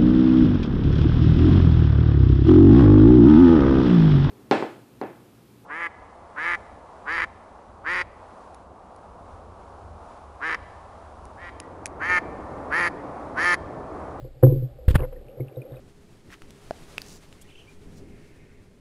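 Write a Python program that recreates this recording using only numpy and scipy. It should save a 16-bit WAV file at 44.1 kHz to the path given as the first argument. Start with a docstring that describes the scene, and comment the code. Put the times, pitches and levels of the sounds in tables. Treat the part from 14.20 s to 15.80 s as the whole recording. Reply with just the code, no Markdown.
"""Under water beside a steel cage: a sealed housing is knocked and rings in damped low and middle modes.
A surge slaps it with heavily damped sine thumps and spray of coloured noise bursts; slow sways follow blows.
Small bubbles pip as short decaying sines; lumpy noise washes over a deep rumble.
A soft overload rounds the peaks; a coarse sample-and-hold then mirrors the sound around its rate."""
import sys
import numpy as np
from scipy import signal
from scipy.fft import rfft, irfft
from scipy.io import wavfile

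SR = 44100
rng = np.random.default_rng(int(sys.argv[2]) if len(sys.argv) > 2 else 0)


def to_wav(s):
    """Save 16-bit WAV."""
    ch = np.atleast_2d(s).T  # columns
    pcm = np.round(np.clip(ch, -1, 1) * 32767)  # PCM
    wavfile.write(sys.argv[1], SR, pcm.astype(np.int16))


N = 70560

# Wash and deep rumble colours, relative: f/Hz, density/dB per Hz
WASH_COLOUR = [(65, -37.5), (110, 0.5), (151, -15.5), (197, -12.5), (506, -5), (559, -1), (705, -18),
               (792, -12), (890, -27), (1280, -27.5), (1700, -30.5), (2840, -34), (5000, -38.5),
               (5800, -29), (7540, -80), (12800, -120)]
RUMBLE_COLOUR = [(15, -29), (27, 12), (45, -11.5), (63, 5.5), (85, -24), (120, -42)]
# Level courses, wash before WASH_LIFT_DB: t/s, level/dB
WASH_COURSE = [(0.0, -55.5), (0.672, -53.5), (0.824, -51.5), (1.06, -50), (1.344, -50), (1.6, -47)]
RUMBLE_COURSE = [(0, -38.5), (.08, -43), (.14, -45), (.225, -43.5), (.25, -32), (.45, -42.5), (.6, -46),
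                 (.675, -42.5), (.72, -29), (.88, -42.5), (1.16, -63), (1.21, -45), (1.33, -65), (1.6, -51)]
# Bubble pips: t/s, level/dB before the soft rise, f/Hz, t60/s
BUBBLES = [(0.7777, -37.5, 2600, 0.011), (0.792, -32, 2630, 0.0063), (0.805, -28, 2670, 0.006),
           (.8325, -39.5, 2090, 0.045), (0.962, -49, 1850, .03), (1.084, -38, 2600, 0.0057),
           (1.099, -51, 2800, .015), (1.2057, -41.5, 2184, 0.031), (1.283, -36.5, 2660, 0.0083),
           (1.3259, -55.5, 2320, .03), (1.359, -50, 3770, 0.024), (1.4176, -39.5, 2447, 0.031),
           (1.520, -51.5, 3670, 0.018), (1.557, -52.5, 3810, 0.03), (1.5673, -50, 2520, .04)]
# Spray bursts, and a short overload click at the main knock (0.239 s):
# t/s, rise/s, hold/s, t60/s, level/dB before tilt and flicker, tilt/dB per octave of f + 600 Hz
NOISE_BURSTS = [(0.225, 0.0023, 0.0076, .02, -35.5, -20.5), (0.239, .0007, .0005, 0.0079, -42.5, 2.5),
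                (0.243, 0.0025, 0.019, 0.42, -74.5, -14.5), (0.679, 0.005, 0.0083, 0.019, -35.5, 3.5),
                (0.698, 0.0022, 0.012, 0.029, -43.5, 5), (0.722, 0.0035, 0.032, 0.058, -54, -20),
                (0.741, 0.0042, .018, 0.022, -36.5, -3), (0.75, 0.0041, 0.0045, 0.017, -20, -2),
                (0.779, 0.0077, 0.036, 0.087, -39, -19), (0.827, 0.0033, 0.021, 0.035, -45, -13.5),
                (0.925, 0.0012, .005, 0.059, -54, -6), (1.184, 0.00067, 0.0081, 0.051, -58, -25),
                (1.283, 0.0045, .01, 0.045, -54, -7), (1.513, 0.0056, 0.024, 0.24, -57.5, -7.5)]
# Burst colour before tilt, relative: f/Hz, density/dB per Hz
BURST_COLOUR = [(150, -42.5), (350, -7), (700, -11.5), (1000, -5.5), (1300, -8), (1750, -5.5),
                (2400, -14.5), (3200, -11), (4500, -23), (5500, -19.5)]
# Water slaps before softening: t/s, level/dB, f/Hz, t60/cycles (negative: silent), push +1 or pull -1
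WATER_SLAPS = [(.680, -0.5, 74.2, 5.5, -1), (0.7059, -4.5, 67.8, 4, 1), (0.742, -9, 75.6, 10, 1),
               (0.755, 2, 111, 3, -1), (0.779, -19.5, 81, 14, 1), (0.791, -15.5, 60, -2, 1),
               (0.81, -14, 67.5, 3.5, 1)]
# Slow sway after a blow, before softening: t/s, level/dB
SWAY_STARTS = [(0.241, -31.5), (0.798, -25.5)]
# Knocks on the housing: t/s, boom level/dB, middle ring level/dB, upper ring level/dB, rise/s
HOUSING_KNOCKS = [(0.02, -32, -53, -46, 0.0013), (0.045, -62.5, -33, -30.5, 0.0021),
                  (0.068, -61.5, -48, -42.5, 0.0012), (0.156, -41.5, -48, -56, 0.0044),
                  (.203, -59, -65, -56, 0.0054), (0.2284, -1, -2, 3.5, 0.0055),
                  (.2392, -16, -9, -20, 0.0025), (0.267, -9, -18.5, -16.5, 0.0006),
                  (0.295, -11, -25, -9, 0.0073), (0.319, -21.5, -12.5, -19.5, 0.0028),
                  (.355, -16.5, -18.5, -26.5, 0.0058), (0.386, -24, -52.5, -23.5, 0.014),
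                  (0.419, -18.5, -24.5, -25.5, 0.0084), (0.544, -45.5, -55, -57, 0.0026),
                  (.588, -71, -70, -35, 0.0011), (0.623, -65, -52, -37, .004),
                  (0.683, -57, -36, -22.5, 0.00074), (0.699, -54, -26.5, -26.5, .002),
                  (0.799, -23.5, -24, -24, 0.00033), (0.834, -67, -55, -17, 0.003),
                  (.858, -36.5, -55, -34, 0.002), (0.924, -58, -49, -28.5, 0.0031),
                  (0.962, -74, -39, -37, 0.0025), (1.045, -45.5, -46, -43, 0.0029),
                  (1.088, -70, -45, -30, 0.0046), (1.169, -40, -50, -35, 0.0017),
                  (1.199, -22.5, -21, -27, 0.00059), (1.259, -34.5, -73, -56, 0.0023),
                  (1.369, -28, -32.5, -27, 0.0016), (1.413, -71, -35, -48, 0.0011),
                  (1.448, -78, -57, -27, 0.0055), (1.515, -32, -36, -36, 0.0016),
                  (1.550, -69, -40, -30, 0.006)]
# Paired low modes, then higher modes; levels add to the knock's: f/Hz, level/dB, t60/s
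BOOM_MODES = [(124.27, 3.5, 0.17), (138.3, 0.5, 0.14)]
RING_MODES = [(243.3, -18, 0.26), (294.7, -13.5, 0.22), (354.2, -3, 0.077), (438, -12.5, 0.12),
              (509.4, 2.5, 0.062), (534.7, -16, 0.25), (627, -24, 0.097), (776.6, -31, 0.096),
              (1001, -26.5, 0.057), (1242, -38.5, 0.019), (1890, -48.5, .015)]

WASH_LIFT_DB, WASH_PATCHY_DB, RUMBLE_PATCHY_DB = 1.5, 2.5, 4.5
STEADY_ABOVE_HZ = 730  # nominal; rounded to a third-octave band edge
PIP_RISE_S = 0.00057
SPRAY_PATCHY_DB, SPRAY_FLICKER_DB, SPRAY_FLICKER_HZ = 2.5, 2.7, 120.0
SWAY_HZ, SWAY_T60_S, SLAP_SOFT_HZ = 28, 0.7, 363
STRIKE_SPREAD_DB, UPPER_FROM_HZ = 1.5, 460
DULLING = 0.12  # loss per cycle of rise, higher modes
KNEE, TOP = 0.75, 0.96  # overload onset and ceiling, full scale = 1
GUARD_HZ, HOLD_HZ, STOPBAND_HZ = 5106, 12000, 15923.8


def amp(db):
    """dB to gain."""
    return 10 ** (np.asarray(db) / 20)


def level(rows):
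    """Gain course, linear in dB between (t/s, level/dB) rows."""
    s, db = np.transpose(rows)
    return amp(np.interp(np.arange(N) / SR, s, db))


def drift(rate_hz):
    """Slow random course of spread 1: white noise through two equal poles at rate_hz."""
    step = 40  # samples per slow value
    pole = np.exp(-2 * np.pi * rate_hz * step / SR)
    white = rng.standard_normal(N // step + 1002)
    slow = signal.lfilter([1], [1, -2 * pole, pole * pole], white)[1000:]  # settled part
    return np.interp(np.arange(N) / step, np.arange(len(slow)), slow / slow.std())


def noise(spectrum, patchy_db):
    """Coloured noise of rms 1; low third-octave bands flicker independently, the top band is steady."""
    hz = np.fft.rfftfreq(N, 1 / SR) + 1  # +1 avoids log 0
    at_hz, db = np.transpose(spectrum)
    colour = amp(np.interp(np.log(hz), np.log(at_hz), db))
    coloured = rfft(rng.standard_normal(N)) * colour
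    band = np.clip(np.round(3 * np.log2(np.minimum(hz, STEADY_ABOVE_HZ) / 25)), 0, 16)
    out = np.zeros(N)
    for k in range(17):
        flicker_db = patchy_db * drift(10.0) * (k < band.max())
        out += irfft(coloured * (band == k), N) * amp(flicker_db)
    return out / out.std()


def ring(s, gain, hz, t60_s, rise_s):
    """Damped mode: a sine from s, swelling and decaying exponentially; returns its place and samples."""
    stop = min(int((s + 1.2 * t60_s) * SR), N)
    place = slice(int(s * SR), stop)
    t = np.clip(np.arange(place.start, place.stop) / SR - s, 0, None)
    swell = 1 - np.exp(-t / max(rise_s, 1e-5))
    decay = amp(-60 * t / t60_s)
    return place, gain * swell * decay * np.sin(2 * np.pi * hz * t)


def mix(rings):
    """Sum of placed rings."""
    out = np.zeros(N)
    for place, samples in rings:
        out[place] += samples
    return out


def wash():
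    """Water wash over deep rumble: two coloured noises on slow level courses."""
    rumble = level(RUMBLE_COURSE) * noise(RUMBLE_COLOUR, RUMBLE_PATCHY_DB)
    water = amp(WASH_LIFT_DB) * level(WASH_COURSE) * noise(WASH_COLOUR, WASH_PATCHY_DB)
    return water + rumble


def pips():
    """Small bubbles, each a brief damped resonance at its own pitch."""
    return mix(ring(s, amp(db), hz, t60_s, PIP_RISE_S) for s, db, hz, t60_s in BUBBLES)


def spray_and_click():
    """Spray and overload click from one grainy noise: fast rise, hold, exponential decay, own tilt."""
    t = np.arange(N) / SR
    octaves = np.log2((np.fft.rfftfreq(N, 1 / SR) + 600) / 1700)  # zero at 1100 Hz
    grains = rfft(noise(BURST_COLOUR, SPRAY_PATCHY_DB))
    out = np.zeros(N)
    for s, rise_s, hold_s, t60_s, db, tilt_db in NOISE_BURSTS:
        attack = np.clip((t - s) / rise_s, 0, 1) ** 2
        decay_db = -60 * np.clip(t - s - rise_s - hold_s, 0, None) / t60_s
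        out += attack * amp(db + decay_db) * irfft(grains * amp(tilt_db * octaves), N)
    return out * amp(SPRAY_FLICKER_DB * drift(SPRAY_FLICKER_HZ))


def slaps_and_sways():
    """Slaps as heavily damped sines, plus slow sway after the main knock and the slaps; low-passed soft."""
    thumps = [ring(s, np.sign(sense) * amp(db), hz, cycles / hz, 0)
              for s, db, hz, cycles, sense in WATER_SLAPS]
    sways = [ring(s, amp(db), SWAY_HZ, SWAY_T60_S, 0) for s, db in SWAY_STARTS]
    soften = signal.butter(2, SLAP_SOFT_HZ, fs=SR, output="sos")
    return signal.sosfilt(soften, mix(thumps + sways))


def housing():
    """Knocked housing: boom pair in opposite senses swells and beats; slow rises dull the higher modes."""
    rings = []
    for s, boom_db, middle_db, upper_db, rise_s in HOUSING_KNOCKS:
        for k, (hz, db, t60_s) in enumerate(BOOM_MODES):
            rings.append(ring(s, (-1) ** k * amp(boom_db + db), hz, t60_s, rise_s))
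        spread_db = STRIKE_SPREAD_DB * rng.standard_normal(len(RING_MODES))
        for k, (hz, db, t60_s) in enumerate(RING_MODES):
            knock_db = upper_db if hz > UPPER_FROM_HZ else middle_db
            gain = amp(knock_db + db + spread_db[k]) / (1 + DULLING * hz * rise_s)
            rings.append(ring(s, (-1) ** k * gain, hz, t60_s, rise_s))
    return mix(rings)


def scene():
    """All sources summed at one microphone."""
    return (housing() + slaps_and_sways() + spray_and_click() + pips() + wash())[None]


def record(dry):
    """Rounded overload, guard low-pass, sample-and-hold image under sinc droop, then a steep top cut."""
    over = np.clip(np.abs(dry) - KNEE, 0, None)
    bend = (TOP - KNEE) * np.tanh(over / (TOP - KNEE))
    rounded = np.clip(dry, -KNEE, KNEE) + np.sign(dry) * bend
    guarded = signal.sosfilt(signal.butter(10, GUARD_HZ, fs=SR, output="sos"), rounded)
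    # baseband plus its image on both sides of HOLD_HZ
    sampled = guarded * (1 + 2 * np.cos(2 * np.pi * HOLD_HZ * np.arange(N) / SR))
    droop = np.sinc(np.fft.rfftfreq(N, 1 / SR) / HOLD_HZ)
    held = irfft(rfft(sampled) * droop, N)
    return signal.sosfilt(signal.cheby2(20, 80, STOPBAND_HZ, fs=SR, output="sos"), held)


dry = scene()
out = record(dry)
to_wav(out)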